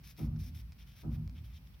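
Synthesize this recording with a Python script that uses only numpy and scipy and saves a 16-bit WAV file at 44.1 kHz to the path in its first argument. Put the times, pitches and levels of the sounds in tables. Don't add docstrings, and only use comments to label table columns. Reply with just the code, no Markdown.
import sys
import numpy as np
from scipy import signal
from scipy.fft import rfft, irfft
from scipy.io import wavfile
from scipy.ndimage import uniform_filter1d

SR = 44100
rng = np.random.default_rng(int(sys.argv[2]) if len(sys.argv) > 2 else 0)


def store_wav(level_fs):
    pcm = np.round(np.clip(np.atleast_2d(level_fs), -1, 1) * 32767)
    wavfile.write(sys.argv[1], SR, pcm.T.astype(np.int16))


def level_to_linear(level):
    exponent = np.asarray(level, float) / 20
    return 10 ** exponent


N = 79380


def evened(x):
    return x / np.sqrt(np.mean(x ** 2) + 1e-20)


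def read(points, hz):
    f, value = np.transpose(points)
    return np.interp(np.log(hz + 1), np.log(f + 1), value)


def add(mix, s, sound):
    at = round(s * SR)
    sound = sound[:, max(-at, 0):]
    part = mix[:, max(at, 0):][:, :sound.shape[1]]
    part += sound[:, :part.shape[1]]


def pan(db):
    return level_to_linear(np.array([[db / 2], [-db / 2]]))


def noise(spectrum, same, t60=None, size=1024):
    frames, hz = 4 * N // size + 5, np.fft.rfftfreq(size, 1 / SR)
    a, b, c, d = rng.standard_normal((frames, len(hz), 4)).T
    left, other = a + 1j * b, c + 1j * d
    like = np.clip(read(same, hz), -1, 1)[:, None]
    right = like * left + np.sqrt(1 - like ** 2) * other
    gain = level_to_linear(read(spectrum, hz))
    z = np.array([left, right]) * gain[:, None]
    norm = np.sqrt(np.mean(gain ** 2) * 4 / 3 * size)
    if t60 is not None:
        frame_s = np.arange(frames) * size / 4 / SR
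        z = z * level_to_linear(-60 * frame_s / read(t60, hz)[:, None])
    return signal.istft(z, nperseg=size, noverlap=3 * size // 4)[1][:, :N] / norm


def slips_at_ports(hz):
    # (frequency [Hz], likeness [0..1])
    port_same = [(1000, 0.19), (2000, 0.99), (2700, 1), (4800, 0.63), (5700, 1), (7000, 1), (9000, 0.55)]
    # (frequency [Hz], phase [rad])
    port_turn = [(4800, 0.047), (5600, 1), (6300, 1.56), (7000, 2.3)]
    slips_per_s, slip_spread_db = 9000, 2.5
    sizes = level_to_linear(slip_spread_db * rng.exponential(1, (2, N)))
    signs = rng.choice([-1., 1.], (2, N))
    happens = rng.random((2, N)) < slips_per_s / SR
    left, other = rfft(sizes * signs * happens)
    like = np.clip(read(port_same, hz), 0, 1)
    right = like * left * np.exp(-1j * read(port_turn, hz)) + np.sqrt(1 - like ** 2) * other
    return np.array([left, right])


def pen():
    # (start [s], length [s], level [dB], change over the stroke [dB], tilt [dB per octave],
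    # mid hump [dB], fine hiss level [dB])
    strokes = [(0.029, 0.11, -62, 3, 2, 0, -62), (0.165, 0.12, -64, -4.5, -1, -1.5, -63),
               (0.355, 0.019, -57.5, 2, -2, -11, -83), (0.383, 0.13, -62.5, 2.5, 2.5, -1, -62),
               (0.536, 0.094, -64.5, -0.5, 1, 1, -63.5), (0.777, 0.075, -65, -0.5, -1.5, 5, -72),
               (0.86, 0.11, -70, -8, 0, 4.5, -74.5), (0.953, 0.091, -64.5, 1.5, -0.5, 2, -66),
               (1.096, 0.078, -66.5, 15.5, -2, -0.5, -68.5), (1.345, 0.069, -67, 3, -3, 6, -79),
               (1.435, 0.071, -69.5, -13, -0.5, 7, -72.5), (1.49, 0.058, -72.5, -3, -4.5, 1, -78),
               (1.525, .07, -66, 7, 1.5, 6.5, -71), (1.657, 0.032, -71.5, 0, 0, 2, -90),
               (1.735, 0.025, -63.5, -1, 2, 10, -78), (1.787, .04, -67, 7, 2, 1, -67)]
    # (frequency [Hz], width at half amplitude [Hz], level [dB])
    sheet = [(1590, 1100, -1), (2375, 860, 3.5), (3110, 330, 1.5), (3605, 850, 2.5), (4540, 1900, -2.5),
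             (5480, 1300, 2.5), (6480, 650, -8.5), (5470, 73, 1)]
    # (frequency [Hz], relative density [dB per Hz])
    felt_spectrum = [(6000, -55), (7500, -17.5), (9000, -15.5), (10500, -4), (12500, -4.5), (14200, -3),
                     (16000, -8)]
    rise_s, fall_s = 0.015, 0.026
    spot_spread_db = 1.2
    wobble_db = 0.67
    hump_hz, hump_width_hz = 3230, 650
    hiss_power = 1.45

    hz = np.fft.rfftfreq(N, 1 / SR)
    ports = slips_at_ports(hz)
    felt = evened(irfft(ports * level_to_linear(read(felt_spectrum, hz)), N) * pan(24.5))
    wobble = level_to_linear(wobble_db * evened(uniform_filter1d(rng.standard_normal(N), 500)))
    spots_db = spot_spread_db * rng.standard_normal((len(strokes), len(sheet)))
    t, out = np.arange(N) / SR, np.zeros((2, N))
    for stroke, spot_db in zip(strokes, spots_db):
        start, length, db, change_db, tilt_db, hump_db, hiss_db = stroke
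        u = t - start
        press = np.clip(np.minimum(u / rise_s, (length - u) / fall_s), 0, 1)
        press = press * level_to_linear(change_db * (u / length - .5).clip(-1, 1))
        power = 0
        for (f, width, g), d in zip(sheet, spot_db):
            peak = level_to_linear(g + d + tilt_db * np.log2(f / 3300))
            power = power + peak ** 2 / (1 + (2 * (hz - f) / width) ** 2) ** 2
        hump = level_to_linear(hump_db * np.exp(-((hz - hump_hz) / hump_width_hz) ** 2))
        body = evened(irfft(ports * hump * np.sqrt(power), N))
        scrape = level_to_linear(db) * pan(1) * press * body
        hiss = level_to_linear(hiss_db) * press ** hiss_power * felt
        out += wobble * (scrape + hiss)
    return out


def taps():
    # (time [s], level [dB])
    touches = [(0.036, -63), (0.1668, -60), (0.7219, -54), (0.726, -62), (.7297, -62), (.7322, -63.5),
               (1.277, -54), (1.2963, -56), (1.4398, -68)]
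    # (frequency [Hz], level relative to the tap [dB], t60 [s])
    barrel = [(1510, -12, 0.0075), (2404, -1, 0.0076), (3350, -8, 0.0052), (4263, -0.5, 0.0039),
              (4978, 1.5, 0.0053), (6280, -28, 0.0045)]
    t, out = np.arange(900) / SR, np.zeros((2, N))
    for s, db in touches:
        detune = rng.uniform(0.96, 1.05, len(barrel))
        tick = 0
        for k, (hz, g, t60) in zip(detune, barrel):
            tick = tick + level_to_linear(g - 60 * t / t60) * np.sin(2 * np.pi * hz * k * t)
        add(out, s, level_to_linear(db) * tick * np.ones((2, 1)))
    return out


def swells():
    # (delay [s], length [s], frequency [Hz], level relative to the blow [dB])
    tones = [(0.00067, 0.17, 60, -33.5), (0.012, 0.072, 310, -45.5), (0.0088, 0.032, 206.4, -36),
             (0.0058, 0.1, 235, -41), (0.076, 0.081, 123, -35.5), (0.021, 0.07, 98, -35),
             (0.016, 0.077, 153, -33), (0.052, 0.087, 225, -41), (0.068, 0.12, 86, -38),
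             (.07, 0.2073, 153.6, -35.5), (0.11, .13, 228, -44), (0.085, 0.15, 110, -37.5),
             (0.094, 0.29, 57, -41), (0.17, 0.089, 87, -42), (0.189, 0.098, 94, -38.5),
             (0.28, 0.17, 78, -42.5), (0.3, 0.21, 110, -48), (0.38, 0.15, 58, -43.5), (0.51, 0.22, 56, -50),
             (0.46, .12, 76, -47), (0.32, 0.11, 150, -54.5), (0.32, 0.091, 150, -54.5),
             (0.26, 0.082, 245, -54.5), (0.8, 0.11, 66.4, -51), (0.648, 0.13, 58, -52)]
    early_db, main_s, main_rise_s = -6, 0.031, 0.0032
    scatter = .06
    t, out = np.arange(N) / SR, np.zeros((2, N))
    main = level_to_linear(early_db * (1 - np.clip((t - main_s) / main_rise_s, 0, 1)))
    for (delay, length, hz, db), (a, b) in zip(tones, rng.random((len(tones), 2))):
        swell = np.sin(np.pi * np.clip((t - delay) / length, 0, 1)) ** 2
        turn = scatter * (b - .5) * hz / 100
        cycles = hz * t + a + np.array([[0], [turn]])
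        out += level_to_linear(db) * main * swell * np.sin(2 * np.pi * cycles)
    return out


def pounding():
    # (time [s], level [dB])
    blows = [(-0.57, -0.5), (.18, 1.5), (1.0273, 0)]
    # (frequency [Hz], relative density [dB per Hz])
    echoes = [(30, -55), (55, -29), (150, -6.5), (300, -13.5), (400, -27), (700, -29), (1400, -36.5),
              (2000, -72)]
    # (frequency [Hz], t60 [s])
    echo_t60 = [(50, 0.9), (130, 2.38), (300, 1.05), (500, 0.81), (1500, 0.94)]
    # (frequency [Hz], relative density [dB per Hz])
    front_spectrum = [(150, -23), (300, -6.5), (500, -4), (900, -11), (1500, -14), (2000, -43)]
    # (frequency [Hz], likeness [-1..1])
    far_same = [(60, .995), (240, 0.89), (480, 0.77), (950, 0.17)]
    echo_db, echo_rise_s = -38.5, 0.021
    front_db, front_rise_s, front_t60 = -50.5, 0.035, 0.19

    t = np.arange(N) / SR
    tail = noise(echoes, far_same, echo_t60, size=2048)
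    rumble = level_to_linear(echo_db) * tail * np.minimum(t / echo_rise_s, 1)
    front = level_to_linear(front_db - 60 * t / front_t60) * np.minimum(t / front_rise_s, 1)
    rumble = rumble + front * evened(noise(front_spectrum, far_same)) + swells()
    out = np.zeros((2, N))
    for s, db in blows:
        add(out, s, level_to_linear(db) * rumble)
    return out * pan(-0.26)


def hush():
    # (frequency [Hz], relative density [dB per Hz])
    hush_spectrum = [(30, -16.5), (60, -6), (150, -9), (350, -34.5), (900, -36), (1700, -37.5),
                     (2500, -35.5), (3600, -40.5), (5700, -40.5), (6500, -53), (8000, -51), (10000, -47.5),
                     (14700, -40.5), (15900, -42.5)]
    # (frequency [Hz], likeness [-1..1])
    room_same = [(60, 0.86), (180, 0.96), (550, 0.23), (1650, -0.025), (4970, -0.16), (15000, 0.057)]
    level_db, drift_db = -57, 0.5
    drift = level_to_linear(drift_db * evened(uniform_filter1d(rng.standard_normal(N), 4000)))
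    return level_to_linear(level_db) * drift * evened(noise(hush_spectrum, room_same, size=2048))


def scene():
    return pen() + taps() + pounding() + hush()


def low_pass(x):
    return signal.sosfilt(signal.butter(12, 16170, fs=SR, output="sos"), x)


def record(dry):
    low_hz = 42.6
    knee_db, duck_db_per_db, recover_db_per_s = -43, 0.13, 44
    x = signal.sosfilt(signal.butter(6, low_hz, "high", fs=SR, output="sos"), dry)
    power = uniform_filter1d((x ** 2).mean(0), 1500)
    power_db = 10 * np.log10(abs(power) + 1e-12)
    fall = np.arange(N) * recover_db_per_s / SR
    held_db = np.maximum.accumulate(power_db + fall) - fall
    over_db = np.maximum(held_db - knee_db, 0)
    mix = x / level_to_linear(duck_db_per_db * uniform_filter1d(over_db, 600))
    return low_pass(mix)


dry = scene()
out = record(dry)
store_wav(out)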